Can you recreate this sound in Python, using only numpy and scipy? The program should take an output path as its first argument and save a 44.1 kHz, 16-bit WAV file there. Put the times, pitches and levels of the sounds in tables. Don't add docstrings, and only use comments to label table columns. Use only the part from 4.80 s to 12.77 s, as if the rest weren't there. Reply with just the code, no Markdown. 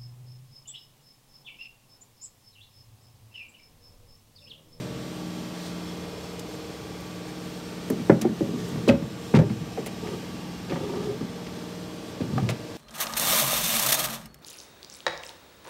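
import sys
import numpy as np
from scipy import signal
from scipy.fft import rfft, irfft, next_fast_len
from scipy.io import wavfile
from scipy.ndimage import uniform_filter1d

SR = 44100
rng = np.random.default_rng(int(sys.argv[2]) if len(sys.argv) > 2 else 0)


def generate_wav(signal):
    frames = np.transpose(np.atleast_2d(signal))
    scaled = np.clip(frames, -1, 1) * 32767
    pcm = np.round(scaled).astype(np.int16)
    wavfile.write(sys.argv[1], SR, pcm)


N = 351477
TIME = np.arange(N) / SR
SHAFT_HZ = 19.512

# freq_hz, level_db
DRONE_EQ = [(58, -65), (80, -62.5), (135, -64), (235, -85), (275, -56), (400, -61), (520, -69.5),
            (650, -66), (750, -66.5), (900, -71.5), (1020, -72), (1160, -83), (1400, -86), (2000, -57)]
# harmonic_number, level_db
DRONE_NOTES = [(6, -53), (7, -52), (9, -45), (10, -48.5), (11, -55), (12, -47.5), (13, -53), (16, -47.5),
               (19, -55.5), (20, -55.5), (21, -60.5), (23, -52), (24, -46.5), (27, -59.5), (30, -71.5),
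               (34, -61), (41, -60), (46, -61.5), (58, -64.5), (59, -60), (60, -64), (63, -65.5), (81, -65)]
STANDING_WAVES = { (6, 7): [(0, 9.5), (.2, 6), (.6, -2.5), (1.5, -4.5), (2.5, 0.5), (3.1, -1), (5.5, 1.5),
                  (6.3, -1), (7, -1), (7.97, -1)], (9,): [(0, 2.5), (.32, 2), (.48, 9), (.75, 3),
                  (1.05, 6.5), (1.7, -1.5), (1.97, -8), (2.25, 5.5), (2.6, 1), (3.1, 5), (3.9, 6.5),
                  (4.9, 0), (5.2, 3.5), (6.6, 3), (7, 3.5), (7.3, -5.5), (7.97, -2)],
                  (10, 11, 12, 13): [(0, 1), (.3, -1.5), (.55, 1), (.8, -3.5), (1.1, -3), (1.35, -8),
                  (2.3, -10), (3, -1.5), (4.4, -3.5), (5.2, 1.5), (6.5, 1.5), (6.95, -2), (7.97, -5)],
                  (16,): [(0, 1), (.3, 3.5), (.5, 7.5), (.9, 1), (1.07, 4.5), (1.45, -3.5), (1.8, 3),
                  (2.05, -0.5), (3, 1.5), (5.3, 2.5), (6.2, -2), (6.8, -0.5), (7.3, 0), (7.97, 1)],
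                  (23, 24): [(0, -5), (.17, 2.5), (.52, -12), (1, -7), (1.5, 0), (2.5, -4.5), (4.4, -1),
                  (5.3, -6), (5.65, -13), (6.1, -2.5), (6.85, -0.5), (7.2, -3.5), (7.97, -1)],
                  (29, 30, 31, 32): [(0, 15), (.18, 13), (.4, 11), (1.5, 8), (2.3, 7), (3, 7), (5.6, -0.5),
                  (6.5, 10.5), (7.97, 11)]}
# time_s, level_db
FLUTTER_RIDE = [(0, -52), (.5, -58), (1, -53), (1.4, -46.5), (2.6, -50.5), (3.2, -48.5), (6.5, -54),
                (7.97, -52)]
# freq_hz, gain_db
AIR_EQ = [(25, -14), (48, 0), (70, 9), (170, 11.5), (300, 6.5), (480, 3), (750, 1), (1400, -3), (3200, -4),
          (5500, -6.5), (8700, -16), (9700, -20.5), (13000, -18), (15700, -27.5)]
# centre_hz, width_hz, boost_db
AIR_WHISTLES = [(3270, 35, 3.5), (5470, 68, 2), (7520, 100, 5.5), (8360, 97, 4.5), (9050, 150, 6.5),
                (13900, 130, 6)]
# time_s, gain_db
AIR_RIDE = [(0, 1.5), (.42, 0), (.9, 0.5), (2.3, -0.14), (3.1, 1), (3.95, 1), (4.6, -0.5), (5.35, 0.6),
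            (7.3, -1.5), (7.97, -1)]
# start_s, length_s, gain_db
RUSTLE_CUES = [(0.733, 0.15, -54.5), (2.445, .04, -52), (2.724, 0.036, -58), (3.742, 0.14, -56.5),
               (4.416, 0.086, -72), (5.576, 0.059, -65), (6.208, 0.052, -55), (6.71, 0.078, -58.5),
               (7.247, 0.046, -59), (7.9, 0.045, -61)]
# freq_hz, gain_db
RUSTLE_EQ = [(1200, -7), (1700, 11), (2400, -9), (3500, 7), (6000, 1), (9000, -2.5), (10000, -10),
             (15000, -13)]
# start_s, length_s, gain_db
WHINE_CUES = [(1.02, 0.076, -55), (1.27, 0.18, -62)]
# freq_hz, gain_db
WHINE_EQ = [(3130, -35), (3285, -2), (3440, -35), (5050, -45), (5380, -6), (5700, -45)]
# start_s, level_db, centre_hz, chatter_s
CLICK_CUES = [(1.593, -40.5, 6000, 0.0035), (2.205, -53, 11500, .006), (3.1, -35.5, 11900, 0.0051),
              (3.884, -50, 9000, 0.0073), (3.413, -36, 2300, 0.003), (3.4140, -29.5, 6450, 0.0057),
              (4.079, -35, 4400, 0.0071), (4.089, -26.5, 2570, 0.0028), (4.548, -31, 2740, 0.017),
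              (4.589, -38, 3200, .003), (4.695, -44, 2200, .003), (5.061, -37, 2400, .002),
              (5.0613, -41.5, 9100, 0.013), (5.267, -45, 1980, 0.0094), (5.897, -39.5, 2440, 0.0083),
              (6.664, -42, 2150, 0.0053), (7.16, -59, 11000, .005), (7.411, -45, 2300, .004),
              (7.576, -41, 2300, 0.002), (7.69, -29.5, 2580, 0.0075), (7.693, -41, 8000, 0.012)]
# start_s, level_db, pitch_hz, t60_s, ring_db, crack_db
KNOCK_CUES = [(3.101, -19.5, 431, 0.18, -3, -6.5), (3.104, -15, 260, 0.13, -7, -24),
              (3.195, -25.5, 240, 0.084, -1, -15), (3.2968, 0, 348, 0.051, -7, -10.5),
              (3.298, -5.5, 157, 0.053, -13, -25), (3.301, -18, 1405, 0.033, -16, -21),
              (3.2985, -21, 2030, 0.014, -24, -11), (3.3, -9, 512, 0.034, -1.5, -22),
              (3.318, -23, 722, 0.073, -2, -14), (3.32, -17, 238, 0.19, -5, -22),
              (3.348, -24, 520, 0.12, -9, -22), (3.419, -19, 219, 0.15, -8, -7),
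              (3.446, -22, 762, 0.088, -9, -10), (3.452, -6, 352, 0.077, -12, -24),
              (3.455, -18, 228, 0.23, -21, -25), (3.492, -16, 215, 0.13, -12, -18),
              (3.608, -10.5, 323, 0.07, -7, -38), (3.611, -22.5, 557, 0.14, -18, -19),
              (3.681, -24.5, 260, 0.062, 1, -25), (3.735, -21.5, 248, 0.071, -3.5, -20),
              (3.958, -20.5, 177, 0.087, -1.5, -10), (4.077, -7.5, 371, 0.054, -6, -15),
              (4.079, -19, 530, .05, -17, -20), (4.089, -14, 2550, 0.027, -17, -3),
              (4.088, -4.5, 235, 0.07, -5.5, -13), (4.093, -9.5, 552.6, 0.15, -20, -4),
              (4.104, -14, 150, 0.09, -11, -17), (4.108, -23, 84, .2, -14, -25),
              (4.111, -19, 420, 0.064, -8, -6), (4.139, -12, 220, 0.045, -7, -22),
              (4.151, -17, 190, 0.043, -8, -22), (4.224, -19.5, 188, 0.065, -5, -15),
              (4.539, -13.5, 404, 0.035, -3, -3), (4.541, -6.5, 163, 0.033, -20, -25),
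              (4.543, -0.5, 241, 0.026, -10, -19), (4.553, -9.5, 118, 0.072, -5, -9),
              (4.556, -18.5, 917, 0.055, -4, -11), (4.57, -6, 154, 0.13, -11, -15.5),
              (4.572, -16, 375, 0.07, 1, -16), (4.589, -22.5, 520, 0.14, 7, 2),
              (4.597, -8.5, 166, 0.076, -4.5, -14.5), (4.611, -25, 595, .1, 5, -5),
              (4.635, -26.5, 418, 0.075, 2, -10), (4.699, -19, 214.4, 0.18, -6.5, -11),
              (4.7, -21.5, 130.5, 0.14, -9, -26), (4.809, -25.5, 155, 0.22, -9, -14),
              (4.975, -27, 760, 0.06, -8, -4), (4.981, -19.5, 448, 0.1, -5, -18),
              (5.063, -36, 750, .06, 2, 5), (5.92, -19.5, 350, 0.055, -5.5, -6.5),
              (5.925, -22.5, 168, 0.13, -24, -8), (5.958, -23.5, 260, .06, -12, -1),
              (6.137, -37.5, 1180, 0.031, -3, 9), (6.229, -23.5, 420, 0.063, -5, -10),
              (6.409, -24, 269, 0.17, -0.5, -11), (7.406, -14, 290, 0.032, -12, -21),
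              (7.416, -11, 195, 0.056, -13.5, -26), (7.579, -19.5, 1220, 0.024, -20, -4),
              (7.580, -20, 768, 0.065, -25, -14), (7.585, -23, 128, 0.14, -12, -25),
              (7.623, -18.5, 119.3, 0.23, -16, -35), (7.693, -27.5, 123, 0.19, -5, 5),
              (7.694, -33, 674, 0.094, -5, -4)]
# pitch_hz, gain_db, t60_s
PANEL_MODES = [(74, 12.5, 0.13), (109.2, 3, 0.585), (129, 8.5, 0.28), (151.8, 7.5, 0.16), (171, 5.5, 0.28),
               (213.6, 5.5, 0.34), (248.7, 1, 0.25), (304.6, -4, 0.46), (333, -6.5, 0.72), (388, 2, 0.26),
               (430, 5, 0.06), (531, 1.5, 0.09), (561, 0, 0.11), (633, -6.5, 0.19), (714, -16, 0.18),
               (805, -14, 0.37), (780, -17, 0.092), (912, -6.5, 0.13), (1200, -38, .1), (1270, -11, 0.043),
               (1370, -24, 0.057), (1600, -19, 0.082)]
# freq_hz, gain_db
BOARD_EQ = [(150, -37), (450, 14), (750, 8), (1050, 3), (1400, 2.5), (2200, 2), (3200, -20), (4500, -52),
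            (16000, -58)]
# start_s, length_s, rumble_gain_db, scrape_gain_db, groan_gain_db
SLIDE_CUES = [(3.639, 0.43, -41.5, -55.5, -47), (5.213, 0.12, -42, -43.5, -44.5),
              (5.885, 0.076, -46, -37.5, -52), (5.99, 0.23, -44.5, -41, -39.5),
              (6.243, 0.065, -40, -44, -36.5), (7.443, 0.14, -34, -52, -56), (7.549, 0.15, -31, -44, -61)]
# freq_hz, gain_db
RUMBLE_EQ = [(55, -26), (85, -14), (125, -5.5), (220, -9), (320, -18.5), (700, -64)]
# freq_hz, gain_db
SCRAPE_EQ = [(180, -9), (290, 1), (360, 13), (430, 0), (480, 1), (550, 8.5), (640, -35), (720, 4),
             (810, -9), (930, 1), (1060, -23), (1200, 2), (1500, -31), (3000, -13), (9000, -33)]


def undb(db):
    return 10 ** (np.asarray(db) / 20)


def unit(x):
    return x / np.sqrt(np.mean(x ** 2))


def eq_gain(hz, curve):
    curve_hz, db = np.transpose(curve)
    octave, known = np.log2(np.maximum(hz, 1)), np.log2(curve_hz)
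    beyond = np.abs(octave - np.clip(octave, known[0], known[-1]))
    return undb(np.interp(octave, known, db) - 20 * beyond)


def colour(x, curve):
    hz = np.fft.rfftfreq(len(x), 1 / SR)
    return unit(irfft(rfft(x) * eq_gain(hz, curve), len(x)))


def highpass(x, hz, order):
    return signal.sosfilt(signal.butter(order, hz, "highpass", fs=SR, output="sos"), x)


def lowpass(x, hz, order):
    return signal.sosfilt(signal.butter(order, hz, fs=SR, output="sos"), x)


def fade(t, t60):
    return np.exp(-np.log(1000) * np.maximum(t, 0) / t60)


def ride_db(points):
    return np.interp(TIME, *np.transpose(points))


def stroke(start, length, attack_s=0.025, release_s=0.064, growth_db=2):
    t = TIME - start
    gate = np.clip(t / attack_s, 0, 1) * np.clip(1 - (t - length) / release_s, 0, 1)
    return gate * undb(growth_db * (np.clip(t / length, 0, 1) + 1.5))


def walk(rate_hz):
    steps = rng.standard_normal(1024)
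    return np.interp(TIME * rate_hz, np.arange(len(steps)), steps)


def grains(size, spread_db):
    return rng.standard_normal(size) * undb(spread_db * np.minimum(rng.exponential(size=size), 5))


def add(track, s, sound):
    start = int(s * SR)
    track[start:start + len(sound)] += sound[:N - start]


def drone(waver_db=3.0, waver_knee_hz=280, drift_rad=0.38):
    notes = {round(k): db for k, db in DRONE_NOTES}
    out = np.zeros(N)
    for k in sorted({*range(3, 66), *notes}):
        hz = k * SHAFT_HZ
        gain = undb(notes[k]) if k in notes else eq_gain(hz, DRONE_EQ)
        standing_db = sum(ride_db(ride) for group, ride in STANDING_WAVES.items() if k in group)
        unsteady = hz / (hz + waver_knee_hz)
        gain = gain * undb(standing_db + unsteady * waver_db * walk(7.6))
        phase = 2 * np.pi * (hz * TIME + rng.random()) + unsteady * drift_rad * walk(6)
        out += gain * np.sin(phase)
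    return np.sqrt(2) * out


def flutter(centre_hz=430, rise_hz_per_s=7000, puff_s=0.0096, uneven_db=2.2, breathy=0.64):
    t = ((TIME * SHAFT_HZ + .5) % 1 - .5) / SHAFT_HZ
    chirp = np.sqrt(2) * np.sin(2 * np.pi * (centre_hz * t + rise_hz_per_s * t ** 2 / 2))
    band = [(centre_hz / 2, -20), (centre_hz, 0), (centre_hz * 1.33, -4), (centre_hz * 2, -20)]
    breath = colour(rng.standard_normal(N), band)
    envelope = np.exp(-.5 * (t / puff_s) ** 2) * undb(uneven_db * walk(SHAFT_HZ))
    return unit((chirp + breathy * breath) * envelope) * undb(ride_db(FLUTTER_RIDE))


def air(level_db=-42, swell_db=-0.1, ripple_db=2.5, ripple_hz=30, places=12, flicker_db=1.0):
    size = next_fast_len(N)
    hz = np.fft.rfftfreq(size, 1 / SR)
    whistle_db = sum(db * np.exp(-.5 * ((hz - centre) / width) ** 2)
                     for centre, width, db in AIR_WHISTLES)
    spectrum = rfft(rng.standard_normal(size)) * undb(whistle_db) * eq_gain(hz, AIR_EQ)
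    rush = np.zeros(N)
    for place in range(places):
        ripple = np.interp(hz / ripple_hz, np.arange(4096), rng.standard_normal(4096))
        crossfade = np.maximum(1 - np.abs(np.linspace(0, places - 1, N) - place), 0)
        rush += crossfade * irfft(spectrum * undb(ripple_db * ripple), size)[:N]
    rush = unit(rush)
    treble = highpass(rush, 5000, order=1)
    rush = rush - treble + treble * undb(flicker_db * walk(11))
    return rush * undb(level_db + ride_db(AIR_RIDE) + swell_db * walk(2.53))


def rustles(uneven_db=3):
    brush = colour(grains(N, spread_db=-2), RUSTLE_EQ) * undb(uneven_db * walk(45))
    return brush * sum(undb(db) * stroke(start, length) for start, length, db in RUSTLE_CUES)


def whine():
    notes = colour(rng.standard_normal(N), WHINE_EQ)
    return notes * sum(undb(db) * stroke(start, length) for start, length, db in WHINE_CUES)


def clicks():
    out, t = np.zeros(N), np.arange(SR // 6) / SR
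    for start, db, hz, chatter_s in CLICK_CUES:
        t60 = 0.1 * (2500 / hz)
        band = [(hz / 5, -22), (hz / 2, -5), (hz, 0), (hz * 2, -10), (hz * 5, -31)]
        chatter = colour(grains(len(t), spread_db=5.5), band)
        add(out, start, undb(db) * chatter * fade(t - chatter_s, t60))
    return out


def panel_ring(t, pitch_hz, detune=0.016):
    hz, db, t60 = np.transpose(PANEL_MODES)
    gain = undb(db) / (1 + np.log2(hz / pitch_hz) ** 2)
    gain *= (-1) ** np.arange(len(hz))
    hz = hz * (1 + detune * rng.standard_normal(len(hz)))
    modes = np.sin(2 * np.pi * hz[:, None] * t) * fade(t, t60[:, None])
    return gain @ modes / np.linalg.norm(gain)


def board_crack(t, attack_s=0.00048, top_hz=3300):
    boards = colour(rng.standard_normal(len(t)), BOARD_EQ)
    snap = boards * undb(2) * fade(t, t60=0.018)
    tail = lowpass(boards, 1900, order=1) * (.5 * fade(t, t60=0.15) + undb(-17) * fade(t, t60=0.18))
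    crack = (snap + tail) * (1 - np.exp(-t / attack_s))
    return .5 * lowpass(crack, top_hz, order=4)


def knocks(contact_s=0.00076, lowest_hz=58):
    out, t = np.zeros(N), np.arange(SR // 2) / SR
    for start, db, pitch_hz, t60, ring_db, crack_db in KNOCK_CUES:
        thump = np.cos(2 * np.pi * pitch_hz * t) * fade(t, t60)
        ring = undb(ring_db) * panel_ring(t, pitch_hz)
        crack = undb(crack_db) * board_crack(t)
        hit = (thump + ring) * (1 - np.exp(-t / contact_s)) + crack
        hit = highpass(hit, 0.27 * pitch_hz, order=3)
        add(out, start, undb(db) * hit)
    return highpass(out, lowest_hz, order=4)


def bottom_groan(pitch_hz=418, wander=0.052, judder_db=6.5):
    cycles = np.cumsum(pitch_hz * (1 + wander * walk(60))) / SR
    return unit(np.sin(2 * np.pi * cycles) * undb(judder_db * np.tanh(walk(50))))


def slides(slips_per_s=900, slip_t60_s=0.031, judder_db=0.5):
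    slips = (rng.random(N) < slips_per_s / SR) * np.abs(grains(N, spread_db=2.0))
    slip_decay = fade(np.arange(SR // 20) / SR, slip_t60_s)
    friction = signal.fftconvolve(slips, slip_decay)[:N]
    shake = friction * rng.standard_normal(N) * undb(judder_db * walk(25))
    rumble = undb(-2) * colour(shake, RUMBLE_EQ)
    scrape = undb(-1) * colour(shake, SCRAPE_EQ)
    groan = bottom_groan()
    out = np.zeros(N)
    for start, length, rumble_db, scrape_db, groan_db in SLIDE_CUES:
        blend = rumble * undb(rumble_db) + scrape * undb(scrape_db) + groan * undb(groan_db)
        out += stroke(start, length) * blend
    return out


def shop_echo(x, wet_db=-12, dull_hz=2500, build_s=0.0072, t60_s=0.43):
    t = np.arange(SR) / SR
    wash = lowpass(rng.standard_normal(SR), dull_hz, order=1)
    decay = fade(t, t60_s)
    tail = wash * decay * (1 - np.exp(-(t / build_s) ** 2)) / np.linalg.norm(decay)
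    return x + undb(wet_db) * signal.fftconvolve(x, tail)[:N]


def gain_control(x, threshold_db=-22.5, cut_db_per_db=0.18, attack_s=0.035, release_s=0.2):
    power = uniform_filter1d(x ** 2, size=441)
    log_level = .5 * np.log(np.maximum(power, 1e-12))
    leak = TIME / release_s
    held = np.exp(np.maximum.accumulate(log_level + leak) - leak)
    cut_db = cut_db_per_db * np.maximum(20 * np.log10(held) - threshold_db, 0)
    step = 1 / (attack_s * SR)
    return x * undb(-signal.lfilter([step], [1, step - 1], cut_db))


def scene():
    chest = shop_echo(knocks() + clicks() + slides())
    return (chest + rustles() + drone() + flutter() + air() + whine())[None]


def record(dry, top_hz=15700):
    clipped = np.clip(gain_control(dry[0]), -1, 1)
    top_cut = signal.ellip(10, .2, 80, top_hz, fs=SR, output="sos")
    return signal.sosfilt(top_cut, clipped)[None]


dry = scene()
out = record(dry)
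generate_wav(out)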